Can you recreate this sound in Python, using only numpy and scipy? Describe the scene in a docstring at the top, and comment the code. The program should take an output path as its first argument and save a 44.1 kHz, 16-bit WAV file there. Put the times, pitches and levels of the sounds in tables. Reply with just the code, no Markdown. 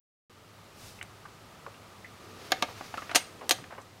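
"""A quiet room hisses, with a low hum and a faint whir. Just before one second a hand lifts with a
soft brush, then fingers tick on a coin. After two seconds the arm rustles over a small plastic coin
bank, close by. From 2.5 to 3.5 seconds the coin is tapped and pressed onto the bank's plate: each
contact cracks, knocks the hollow box and rings the plate. Between and after the contacts, the loose
plate rattles in its seat."""
import sys
import numpy as np
from scipy import signal
from scipy.fft import rfft, irfft
from scipy.io import wavfile
from scipy.ndimage import map_coordinates

SR = 44100
rng = np.random.default_rng(int(sys.argv[2]) if len(sys.argv) > 2 else 0)


def inscribe(sig):
    """Save sig as 16-bit PCM at rate SR to the path in sys.argv[1].

    A 1-D sig is mono; a 2-D sig holds one channel per row.
    Samples are clipped to [-1, 1] before scaling.
    """
    pcm = np.round(np.clip(np.atleast_2d(sig).T, -1, 1) * 32767)
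    wavfile.write(sys.argv[1], SR, pcm.astype(np.int16))


N = 176400  # 4 seconds


def amp(db):
    """Turn decibels into a gain to multiply by."""
    return 10 ** (np.asarray(db) / 20)


def along(points, hz):
    """Read between (frequency, value) points, spaced by octaves."""
    freqs, values = np.transpose(points)
    return np.interp(np.log(hz + 1), np.log(freqs + 1), values)


def fade(t, fade_s):
    """Die away by 60 dB in the fade time."""
    return np.exp(-np.log(1000) * t / np.maximum(fade_s, 1e-4))


def swell(points):
    """A gain that follows (time, level) points and is silent outside them."""
    times, db = np.transpose(points)
    return amp(np.interp(np.arange(N) / SR, times, db, left=-np.inf, right=-np.inf))


def hump(hz, centre_hz, octaves):
    """A gain that favours the frequencies around a centre."""
    return 1 / (1 + (np.log2((hz + 1) / centre_hz) / octaves) ** 2 / 4) ** 4


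def noise(gain):
    """Noise of power 1, its tone shaped by gain(hz)."""
    spectrum = rfft(rng.standard_normal(N)) * gain(np.fft.rfftfreq(N, 1 / SR))
    hiss = irfft(spectrum, N)
    return hiss / np.sqrt(np.mean(hiss ** 2) + 1e-20)


def coloured(sound, gain, size=4096):
    """Shape a sound's tone by gain(hz), with a filter of energy 1."""
    gains = np.maximum(gain(np.fft.rfftfreq(size, 1 / SR)), 1e-6)
    cepstrum = irfft(np.log(gains))
    cepstrum[1:size // 2] *= 2  # folded forward, so nothing rings before the hit
    cepstrum[size // 2 + 1:] = 0
    response = irfft(np.exp(rfft(cepstrum)))
    return signal.fftconvolve(sound, response / np.linalg.norm(response))[:len(sound)]


# Tone of the room's hiss (frequency [Hz], level [dB])
HISS_TONE = [(15, -54), (25, -18.5), (64, -13.5), (84, -7.5), (102, -4.5), (153, -9.5), (185, -8),
             (270, -12.5), (301, -11.5), (988, -14.5), (1100, -18), (1230, -17.5), (1650, -19), (4370, -24),
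             (16000, -38)]
# Loudness of the hiss (time [s], level [dB])
HISS_LEVEL = [(.25, -57), (.6, -54), (1.1, -53), (1.9, -52.5), (3, -50), (4.01, -54.5)]
# Loudness of the whir (time [s], level [dB])
WHIR_LEVEL = [(.3, -64), (.9, -64.5), (1.2, -62.5), (2.3, -59), (3.9, -64)]


def room_tone(hum_hz=102, hum_width_hz=1.7, hum_db=-63.5, whir_hz=1228, whir_width_hz=110):
    """A soft hiss with two narrow bands of noise: a wavering low hum and a faint whir."""
    hiss = swell(HISS_LEVEL) * noise(lambda hz: amp(along(HISS_TONE, hz)))
    hum = amp(hum_db) * noise(lambda hz: 1 / (1 + ((hz - hum_hz) / hum_width_hz) ** 2))
    whir = swell(WHIR_LEVEL) * noise(lambda hz: 1 / (1 + ((hz - whir_hz) / whir_width_hz) ** 2))
    return hiss + hum + whir


# The brush of the lifting hand (time [s], level [dB])
BRUSH_LEVEL = [(.68, -80), (.8, -53.5), (.88, -49.5), (.94, -58), (1.0, -60)]
# Tone of the brush (frequency [Hz], level [dB])
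BRUSH_TONE = [(300, 3.5), (1500, -5), (2500, -2), (5500, -1), (7500, -5), (11000, -8), (15500, -14)]


def hand_brush():
    """The hand lifts with one quick, soft brush."""
    return swell(BRUSH_LEVEL) * noise(lambda hz: amp(along(BRUSH_TONE, hz)))


def ringing(notes, t, scatter_db=0.95, rise_s=0.00013):
    """A struck object's own notes die away, a little different on each hit."""
    hz, db, fade_s = np.transpose(notes)[:, :, None]
    strength = amp(db + scatter_db * rng.standard_normal(hz.shape))
    phase = rng.uniform(0, 2 * np.pi, hz.shape)
    waves = strength * np.sin(2 * np.pi * hz * t + phase) * fade(t, fade_s)
    return waves.sum(0) * (1 - np.exp(-t / rise_s))


# The hollow box's own notes (frequency [Hz], level [dB], fade time [s])
BOX_NOTES = [(261, -8, 0.083), (310, -4.5, 0.052), (528.6, -6, 0.089), (601, -9.5, 0.1),
             (709.3, 1.5, 0.068), (762, -7, 0.13), (912, -8, 0.087), (1179, -2, 0.047), (1627, -4.5, 0.045),
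             (1717, -16, 0.059), (2170, -7, 0.066), (2496, -17, 0.079), (2900, -5, 0.043)]


def box_knock(t):
    """A touch makes the hollow plastic box ring briefly."""
    return ringing(BOX_NOTES, t)


# How long the room echoes (frequency [Hz], fade time [s])
ECHO_FADE = [(200, 0.19), (1000, 0.25), (4000, 0.32), (8000, 0.34), (15000, .25)]
# Tone of the echo (frequency [Hz], level [dB])
ECHO_TONE = [(150, -9), (700, -2.5), (2000, 1), (3900, -5), (5000, -5.5), (6500, -6.5), (8500, -3.5),
             (11000, -5), (15000, -6.5)]


def add_with_echo(track, start_s, sound, echo_db=-17.5, rise_s=0.0013):
    """Put a sound on the track, with the short echo the room gives it."""
    hz, t, spectrum = signal.stft(rng.standard_normal(SR // 2), SR, nperseg=256)
    shape = fade(t, along(ECHO_FADE, hz)[:, None]) * amp(along(ECHO_TONE, hz))[:, None]
    tail = signal.istft(spectrum * shape, SR, nperseg=256)[1]
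    tail *= 1 - np.exp(-np.arange(len(tail)) / SR / rise_s)
    heard = amp(echo_db) * signal.fftconvolve(sound, tail / np.linalg.norm(tail))
    heard[:len(sound)] += sound
    part = track[round(start_s * SR):][:len(heard)]
    part += heard[:len(part)]


def light_touches(rows, box_db, rise_s=0.00021):
    """Each touch is a short burst of noise around one pitch, plus a little of the box's knock."""
    track, t = np.zeros(N), np.arange(SR // 4) / SR
    for start_s, db, centre_hz, octaves, fade_s in rows:
        envelope = fade(t, fade_s) * (1 - np.exp(-t / rise_s))
        tick = coloured(envelope * rng.standard_normal(len(t)), lambda hz: hump(hz, centre_hz, octaves))
        tick *= np.linalg.norm(envelope) / np.linalg.norm(tick)
        add_with_echo(track, start_s, amp(db) * (tick + amp(box_db) * box_knock(t)))
    return track


# Fingers on the coin (time [s], level [dB], pitch [Hz], width [octaves], fade time [s])
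FINGER_TICKS = [(.988, -43, 2320, 0.18, .02), (1.0115, -31.5, 1970, 0.36, 0.022),
                (1.012, -39, 2890, 0.16, 0.038), (1.027, -32.5, 1500, 1.83, 0.014),
                (1.0275, -38, 8500, 0.21, 0.011), (1.028, -50, 80, .8, .06),
                (1.2522, -35.5, 1100, 0.31, 0.017), (1.258, -38, 1210, 0.65, .02),
                (1.663, -35, 840, 0.94, 0.053), (1.669, -41, 544, 0.33, 0.061),
                (1.742, -52.5, 2680, 0.42, 0.069), (2.0445, -38, 2020, 0.2, 0.044),
                (2.06, -51, 2330, 0.31, 0.036), (3.578, -45, 135, 0.52, 0.16),
                (3.622, -39.5, 272, 0.51, 0.015)]


def finger_ticks():
    """Fingers tick and bump on the coin, barely sounding the box."""
    return light_touches(FINGER_TICKS, box_db=-25.5)


# The arm's rustle (time [s], level [dB])
RUSTLE_LEVEL = [(2.2, -62), (2.33, -59), (2.45, -50), (2.6, -54.5), (2.75, -52.5), (2.9, -51), (3.1, -52.5),
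                (3.35, -66), (3.6, -64), (3.9, -93)]
# Tone of the rustle (frequency [Hz], level [dB])
RUSTLE_TONE = [(100, -5), (400, -3), (800, -2), (1600, 1.5), (2550, 2), (3300, -2), (4300, -1),
               (5200, -1.5), (6600, -4.5), (7500, -12), (11000, -13), (15500, -18)]
# The arm's dull rubbing (time [s], level [dB])
RUB_LEVEL = [(2.12, -79), (2.25, -57.5), (2.38, -55), (2.48, -54), (2.6, -55.5), (2.9, -68), (3.2, -66),
             (3.36, -55.5), (3.6, -58), (3.85, -64)]


def arm_rustle(wobble_db=2, wobbles_per_s=36):
    """The arm rustles and rubs unevenly as it reaches over the box."""
    rustle = swell(RUSTLE_LEVEL) * noise(lambda hz: amp(along(RUSTLE_TONE, hz)))
    rub = swell(RUB_LEVEL) * noise(lambda hz: hump(hz, centre_hz=376, octaves=0.69))
    steps = np.arange(N) * wobbles_per_s / SR
    wobble = map_coordinates(rng.standard_normal(2000), [steps], mode="wrap")  # smooth random curve
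    return (rustle + rub) * amp(wobble_db * wobble)


# The plate's rattles (time [s], level [dB], pitch [Hz], width [octaves], fade time [s])
PLATE_RATTLES = [(2.507, -42.5, 900, 2.2, .09), (2.6215, -38, 1820, 0.62, 0.021),
                 (2.685, -41.5, 845, 1.05, 0.13), (2.8095, -32, 830, 1.08, 0.025),
                 (2.9405, -30, 1160, 0.95, 0.032), (2.974, -37.5, 2200, 1.16, 0.056),
                 (2.9745, -30.5, 1220, 0.18, 0.07), (3.0205, -33.5, 1280, 0.77, 0.03),
                 (3.094, -35, 1180, 1.1, 0.091), (3.113, -29.5, 1170, 1.33, 0.041),
                 (3.13, -44, 890, 1.3, 0.16), (3.411, -39.5, 694, .9, 0.2), (3.585, -43, 593, 1.3, 0.06),
                 (3.640, -40.5, 1900, .8, .035), (3.706, -44, 880, 1.13, 0.17),
                 (3.722, -44.5, 834, 0.98, 0.23), (3.749, -47, 1220, 1.2, 0.03),
                 (3.779, -39.5, 740, 0.93, .1), (3.815, -55, 6760, 0.52, 0.054)]


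def plate_rattle():
    """The loose plate ticks in its seat and lightly knocks the box."""
    return light_touches(PLATE_RATTLES, box_db=-11)


# The coin hitting the plate (time [s], snap [dB], crack [dB], knock [dB], ring [dB],
# crack's treble limit [Hz], crack's fade time [s], pitch boosted by the spot it hits [Hz],
# that boost [dB], bass limit [Hz])
COIN_TAPS = [(2.5198, -17, -18, -24.5, -49, 4730, 0.039, 1630, 6, 418),
             (2.6243, -24.5, -20.5, -24.5, -42, 4470, 0.044, 1150, 4.5, 170),
             (3.1482, -41, -22.5, -29, -31, 8500, 0.12, 8400, 6, 300),
             (3.1544, -31, -23, -28.5, -22.5, 11000, 0.027, 10400, 9, 297),
             (3.158, -10.5, -15, -22, -29, 10200, 0.068, 8400, 6, 190),
             (3.4934, -23, -18.5, -30, -36, 13000, 0.031, 8200, 10.5, 547),
             (3.5097, -13, -18.5, -26, -21.5, 10200, 0.06, 4250, 3.5, 170)]
# Tone of the plastic's snap and crack (frequency [Hz], level [dB])
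PLASTIC_TONE = [(30, -42), (120, -28), (250, 0.5), (430, -4), (700, -2), (1500, 0), (3000, 2), (4400, 1.5),
                (5300, -0.5), (6800, 2.5), (7400, -10.5), (8400, -5), (11000, -4), (13300, -4.5),
                (15500, -7)]
# The coin's and plate's own notes (frequency [Hz], level [dB], fade time [s])
RING_NOTES = [(3215, 0, .055), (3585, -15, .12), (3996, -4, .07), (4192, -3, .05), (4480, -4, .04),
              (6047, -4, .06), (6230, -2, .06), (6520, -5, .05), (6726, -5, .06), (6883, -3, .06),
              (7020, -7, .05), (8278, -10, .07), (8711, -9, .06), (13250, -13, .06)]


def coin_taps(snap_fade_s=0.0083, push_db=11.5, snap_treble_hz=8500, spot_octaves=0.16):
    """Each tap gives a bright snap and a longer plastic crack, knocks the box and rings the plate."""
    track, t = np.zeros(N), np.arange(SR // 3) / SR
    for start_s, snap_db, crack_db, knock_db, ring_db, *tone in COIN_TAPS:
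        treble_hz, fade_s, spot_hz, spot_db, bass_hz = tone
        force = rng.standard_normal(len(t)) * fade(t, snap_fade_s)
        force[0] = amp(push_db)  # one sharp push as the coin lands
        snap = coloured(force, lambda hz: amp(along(PLASTIC_TONE, hz)) / np.hypot(1, hz / snap_treble_hz))
        burst = rng.standard_normal(len(t)) * fade(t, fade_s)  # the plastic's many notes blur into noise
        crack = coloured(burst, lambda hz: amp(along(PLASTIC_TONE, hz))
                         / np.hypot(1, (hz / treble_hz) ** 3))
        tap = amp(snap_db) * snap + amp(crack_db) * crack
        tap += amp(knock_db) * box_knock(t) + amp(ring_db) * ringing(RING_NOTES, t)
        tap = coloured(tap, lambda hz: amp(spot_db * hump(hz, spot_hz, spot_octaves))
                       / np.hypot(1, (bass_hz / (hz + 1)) ** 2))
        add_with_echo(track, start_s, tap)
    return track


def scene():
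    """All the sounds together, close by, in one channel."""
    return (room_tone() + hand_brush() + finger_ticks() + arm_rustle() + plate_rattle() + coin_taps())[None]


def record(dry, start_s=0.297, top_hz=15750):
    """The sound begins after a moment of silence, and its highest treble is cut away."""
    opened = dry * (np.arange(N) / SR > start_s)
    hz = np.fft.rfftfreq(N, 1 / SR)
    return irfft(rfft(opened) / np.hypot(1, (hz / top_hz) ** 80), N)


dry = scene()
out = record(dry)
inscribe(out)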